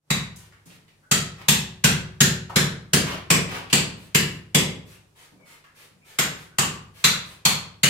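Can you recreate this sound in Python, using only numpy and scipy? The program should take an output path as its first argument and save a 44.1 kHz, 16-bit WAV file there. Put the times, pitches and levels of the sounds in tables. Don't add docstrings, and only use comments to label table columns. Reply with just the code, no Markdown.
import sys
import numpy as np
from scipy import signal
from scipy.fft import rfft, irfft, next_fast_len
from scipy.io import wavfile
from scipy.ndimage import uniform_filter1d

SR = 44100
rng = np.random.default_rng(int(sys.argv[2]) if len(sys.argv) > 2 else 0)


def transcribe(signal):
    frames = np.atleast_2d(signal).T
    limited = np.clip(frames, -1, 1)
    pcm = np.round(limited * 32767).astype(np.int16)
    wavfile.write(sys.argv[1], SR, pcm)


N = 347949
T = np.arange(SR) / SR
HZ = np.fft.rfftfreq(2 * SR, 1 / SR)


def amp(db):
    return 10 ** (np.asarray(db) / 20)


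def unit(x):
    return x / np.sqrt(np.mean(x ** 2) + 1e-20)


def at_level(x, db):
    return amp(db) * x / np.sqrt(np.mean(x[..., :SR // 10] ** 2) + 1e-20)


def along(points, hz):
    freqs, values = np.transpose(points)
    return np.interp(np.log(hz + 1), np.log(freqs + 1), values)


def add(track, s, x):
    part = track[:, max(0, round(s * SR)):][:, :x.shape[-1]]
    part += x[..., :part.shape[1]]


def coloured(x, gain):
    cepstrum = irfft(np.log(np.maximum(gain, 1e-6)))
    cepstrum[1:SR] *= 2
    cepstrum[SR + 1:] = 0
    return irfft(rfft(x, 2 * SR) * np.exp(rfft(cepstrum)))[..., :SR]


def contact(crunch, life_s):
    grit = rng.standard_normal(SR) * np.exp(-T / life_s)
    return (T == 0) + crunch * grit / np.linalg.norm(grit)


# (frequency [Hz], correlation [0-1])
MIC_LIKENESS = [(60, 0.95), (140, 0.92), (290, 0.47), (640, 0.53), (1400, 0), (15000, 0.025)]
def diffuse(size, spectrum):
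    hz = np.fft.rfftfreq(size, 1 / SR)
    turn = np.arccos(np.clip(along(MIC_LIKENESS, hz), -1, 1)) / 2
    noise = rfft(rng.standard_normal((2, size))) * amp(along(spectrum, hz))
    mid, side = irfft(noise * [np.cos(turn), np.sin(turn)], size)
    return unit(np.array([mid + side, mid - side]))


# (frequency [Hz], t60 [s])
ROOM_DECAY = [(100, 0.87), (400, 0.57), (900, 0.53), (2500, 0.44), (4500, 0.42), (7500, 0.33), (11000, 0.3),
              (15000, 0.23)]
# (time [s], gain [dB])
ARRIVALS = [(0, -30), (.0022, -6), (.0045, 1.5), (.006, 1.5), (.008, -2), (.012, 1.5), (.019, -2), (.06, 0)]
def in_room(x, gain):
    hz, t, bands = signal.stft(diffuse(SR, [(1, 0)]), SR, nperseg=256)
    decay = amp(-60 * t / along(ROOM_DECAY, hz)[:, None])
    tail = signal.istft(bands * decay, SR, nperseg=256)[1][:, :SR]
    response = tail * amp(np.interp(T, *np.transpose(ARRIVALS)))
    return coloured(signal.fftconvolve(x[None], response, axes=1)[:, :SR], gain)


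# (frequency [Hz], relative density [dB])
AIR_SPECTRUM = [(25, -10), (50, -5.5), (150, -8), (400, -9), (950, -15), (2300, -22.5), (9000, -23),
                (15500, -32.5)]
# (frequency [Hz], level [dB])
MAINS_HUM = [(100, -73), (150, -68.5)]
def room_tone(air_db=-65):
    t = np.arange(N) / SR
    hum = sum(amp(db) * np.sqrt(2) * np.sin(2 * np.pi * hz * t) for hz, db in MAINS_HUM)
    fade_in = amp(np.interp(t, [0, .1], [-25, 0]))
    return fade_in * (amp(air_db) * diffuse(N, AIR_SPECTRUM) + hum)


# (start [s], length [s], first pitch [Hz], last pitch [Hz], relative level [dB],
# flutter [share of pitch])
FAINT_SQUEAKS = [(1.016, 0.04, 1560, 1470, -66, .09), (5.36, .22, 2317, 2043, -66.5, .04),
                 (6.002, 0.038, 2320, 2440, -69, .05), (6.508, 0.032, 1516, 1480, -66, .09)]
def squeaks(trim_db=3.5):
    out = np.zeros((2, N))
    for s, length, first_hz, last_hz, db, flutter in FAINT_SQUEAKS:
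        progress = np.minimum(T / length, 1)
        wobble = unit(uniform_filter1d(rng.standard_normal(SR), size=30))
        pitch = (first_hz + (last_hz - first_hz) * progress) * (1 + flutter * wobble)
        squeak = np.sin(np.pi * progress) * np.sin(2 * np.pi * np.cumsum(pitch) / SR)
        add(out, s, at_level(in_room(squeak, np.ones_like(HZ)), db + trim_db))
    return out


# (time [s], level [dB], centre [Hz])
SMALL_KNOCKS = [(.357, -51.5, 7500), (.52, -58, 1640), (.655, -59, 7500), (.658, -52, 160),
                (.7, -58.5, 2780), (.877, -62, 2420), (2.494, -39.5, 900), (3.697, -42, 2670),
                (5.319, -56.5, 200), (5.395, -61.5, 450), (5.638, -56, 1600), (5.909, -61.5, 160),
                (6.829, -60.5, 91)]
def knocks_and_steps(half_width_octaves=.7):
    out = np.zeros((2, N))
    for s, db, hz in SMALL_KNOCKS:
        body = 1 / (1 + (np.log2((HZ + 1) / hz) / half_width_octaves) ** 2)
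        add(out, s, at_level(in_room(contact(crunch=0.88, life_s=0.024), body), db))
    return out


# (frequency [Hz], relative density [dB])
MIST_SPECTRUM = [(150, -23.5), (400, -7), (700, -11), (1300, -6.5), (2400, -5), (5800, -12.5), (9100, -11),
                 (15500, -17)]
# (start [s], end [s], level of the first squeeze [dB])
PUMPING = [(0.349, 0.8, -56), (3.955, 7.35, -54.5)]
def spray_bottle(every_s=.2975, squeeze_s=.12, growth_db_per_s=1.3):
    out = np.zeros((2, N))
    pressure = np.sqrt(np.abs(np.sin(np.pi * np.minimum(T / squeeze_s, 1))))
    for start, end, db in PUMPING:
        for s in np.arange(start, end, every_s):
            hiss = in_room(pressure * rng.standard_normal(SR), amp(along(MIST_SPECTRUM, HZ)))
            add(out, s, at_level(hiss, db + growth_db_per_s * (s - start)))
    return out


# (frequency [Hz], relative density [dB])
RUBBLE_SPECTRUM = [(150, -16.5), (300, -10), (400, -9), (800, -9.5), (1150, -6), (1600, -9.5), (2500, -8),
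                   (5000, -18.5), (10500, -26), (15000, -28.5)]
# (start [s], length [s], relative level [dB], rate [pieces/s])
PLASTER_SHOWERS = [(1.357, 0.066, -44, 260), (3.028, 0.13, -30.5, 610), (3.478, 0.11, -31, 600)]
def falling_plaster(spread_db=5, trim_db=-3.0):
    out = np.zeros((2, N))
    for s, length, db, rate in PLASTER_SHOWERS:
        count = int(rate * length) + 1
        landings = (rng.beta(2, 2, count) * length * SR).astype(int)
        sizes = amp(spread_db * rng.standard_normal(count)) * rng.choice([-1, 1], count)
        patter = in_room(np.bincount(landings, sizes, SR), amp(along(RUBBLE_SPECTRUM, HZ)))
        add(out, s, at_level(patter, db + trim_db))
    return out


# (frequency [Hz], relative level [dB], t60 [s])
WALL_MODES = [(31, -30, .7), (48, -22.5, 1), (61.5, -25, 1.1), (73.1, -13.5, 1), (100.4, -14.5, 1.38),
              (114, -10, 0.93), (129.5, -11, .55), (142.06, 0.5, 0.57), (151.36, 2, 0.5), (160, -4, 0.72),
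              (179.8, 0.5, 0.62), (194.6, -13.5, 0.65), (209.3, -2, 0.5), (225.6, -3, 0.44),
              (245, -14, .55), (267.4, -10.5, 0.49), (363, -15.5, 0.2), (371, -12, 0.59), (370, -21, 1),
              (405, -13.5, 0.43), (450, -13.5, 0.4), (518, -19, 0.55)]
def wall_thud(hollow_db, scatter_db=1.1, rise_s=0.012, push_s=0.01095, disorder=0.72):
    hz, db, t60 = np.transpose(WALL_MODES)[:, :, None]
    db = db + along([(200, 0.0027), (340, 0.66 * (hollow_db - 6.5))], hz)
    sizes = amp(db + scatter_db * rng.standard_normal(db.shape) - 60 * T / t60)
    per_blow = rng.standard_normal(hz.shape)
    per_mic = rng.standard_normal((2,) + hz.shape) / 3
    phase = disorder * hz / 200 * (per_blow + per_mic)
    modes = sizes * np.cos(2 * np.pi * hz * (T - push_s) + phase)
    return np.sum(modes, axis=1) * (1 - np.exp(-T / rise_s))


def steel_ring(ring_hz, ring_db, ping_hz=7340, ping_db=4.5):
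    def mode(hz, half_width_hz, lift_db):
        return amp(lift_db) ** 2 / (1 + ((HZ - hz) / half_width_hz) ** 2)
    ping = mode(ping_hz + rng.normal(0, 25), half_width_hz=42, lift_db=ping_db)
    return ping + mode(ring_hz, half_width_hz=44.76 + 0.0035 * ring_hz, lift_db=ring_db)


# (frequency [Hz], relative density [dB])
CRACK_SPECTRUM = [(350.0, -11.5), (480.0, -8), (680.0, -7.5), (1200.0, -3), (2000.0, 2.5), (2800.0, 2),
                  (4200.0, 0), (5400.0, -4), (7300.0, 0.6), (9000.0, -4.5), (10800.0, -11.5),
                  (12000.0, -5.5), (13200.0, -13), (15000.0, -13.5)]
def chisel_crack(hollow_db, bright_db, rebound_ms, ring_hz, ring_db, rebound_share=0.22):
    bass_cut = along([(60, -22.5), (170, -6), (260, -2), (350, -2)], HZ)
    hollow = along([(450, hollow_db), (800, 0.0072)], HZ)
    treble = along([(2000, 0.0023), (7000, bright_db)], HZ)
    colour = amp(along(CRACK_SPECTRUM, HZ) + bass_cut + hollow + treble)
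    grit = np.abs(rfft(contact(crunch=.33, life_s=.0018), 2 * SR)) ** 2
    steel = steel_ring(ring_hz, ring_db)
    rebound = np.abs(1 + rebound_share * np.exp(-2j * np.pi * HZ * rebound_ms / 1000))
    push = (T == 0).astype(float)
    return in_room(push, colour * np.sqrt(grit + steel) * rebound)


# (time [s], crack's lift up to 450 Hz [dB])
HOLLOWNESS = [(0, 8), (1.8, 4.5), (2.9, 11.5), (4.5, 9.5), (6.2, 2.5), (7.8, 4)]
# (time [s], crack level [dB], thud level [dB],
# brightness [dB], rebound [ms], steel ring [Hz], ring lift [dB])
HAMMER_BLOWS = [(0.1031, -23, -26.5, -1, 0.845, 3880, 13), (1.113, -18.5, -27, 5, 1.53, 1296, 8),
                (1.484, -16, -24, 4.5, 1.1, 11500, 9), (1.84, -16.5, -21, 0.5, 0.69, 1490, 2),
                (2.2054, -15.5, -20, 1.5, 0.57, 6670, 9), (2.559, -18.5, -22, -1, 0.56, 10620, 9),
                (2.933, -18, -22.5, 1, 0.2, 1710, 1), (3.303, -16.5, -23, 1, 0.385, 1090, 9.5),
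                (3.728, -17, -26, 0, 0.4, 8080, 11.5), (4.1468, -17.5, -24, 1.5, 0.42, 2920, 6.5),
                (4.547, -17.5, -22.5, 2, 0.358, 3380, 6.5), (6.187, -20.5, -33.5, -3, 0.6, 7340, 8),
                (6.5845, -20, -30, -0.5, 0.265, 1154, 12), (7.0412, -15.5, -31, 1, 0.85, 4030, 14),
                (7.452, -17, -30.5, 2.5, 0.89, 4290, 9), (7.833, -17, -26.5, 1, 0.443, 2900, 9)]
def hammering(crack_lead_s=.0018):
    out = np.zeros((2, N))
    for s, crack_db, thud_db, bright_db, rebound_ms, ring_hz, ring_db in HAMMER_BLOWS:
        hollow_db = np.interp(s, *np.transpose(HOLLOWNESS))
        crack = chisel_crack(hollow_db, bright_db, rebound_ms, ring_hz, ring_db)
        add(out, s - crack_lead_s, at_level(crack, crack_db))
        add(out, s, at_level(wall_thud(hollow_db), thud_db))
    return out


def scene(left_db=.35):
    work = hammering() + falling_plaster() + spray_bottle() + knocks_and_steps() + squeaks()
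    return work * amp([[left_db], [-left_db]]) + room_tone()


def record(dry):
    ceiling, top_hz = .9, 15700
    rounded = dry / (1 + np.abs(dry / ceiling) ** 6) ** (1 / 6)
    size = next_fast_len(N + SR // 2)
    hz = np.fft.rfftfreq(size, 1 / SR)
    return irfft(rfft(rounded, size) / np.sqrt(1 + (hz / top_hz) ** 140), size)[:, :N]


dry = scene()
out = record(dry)
transcribe(out)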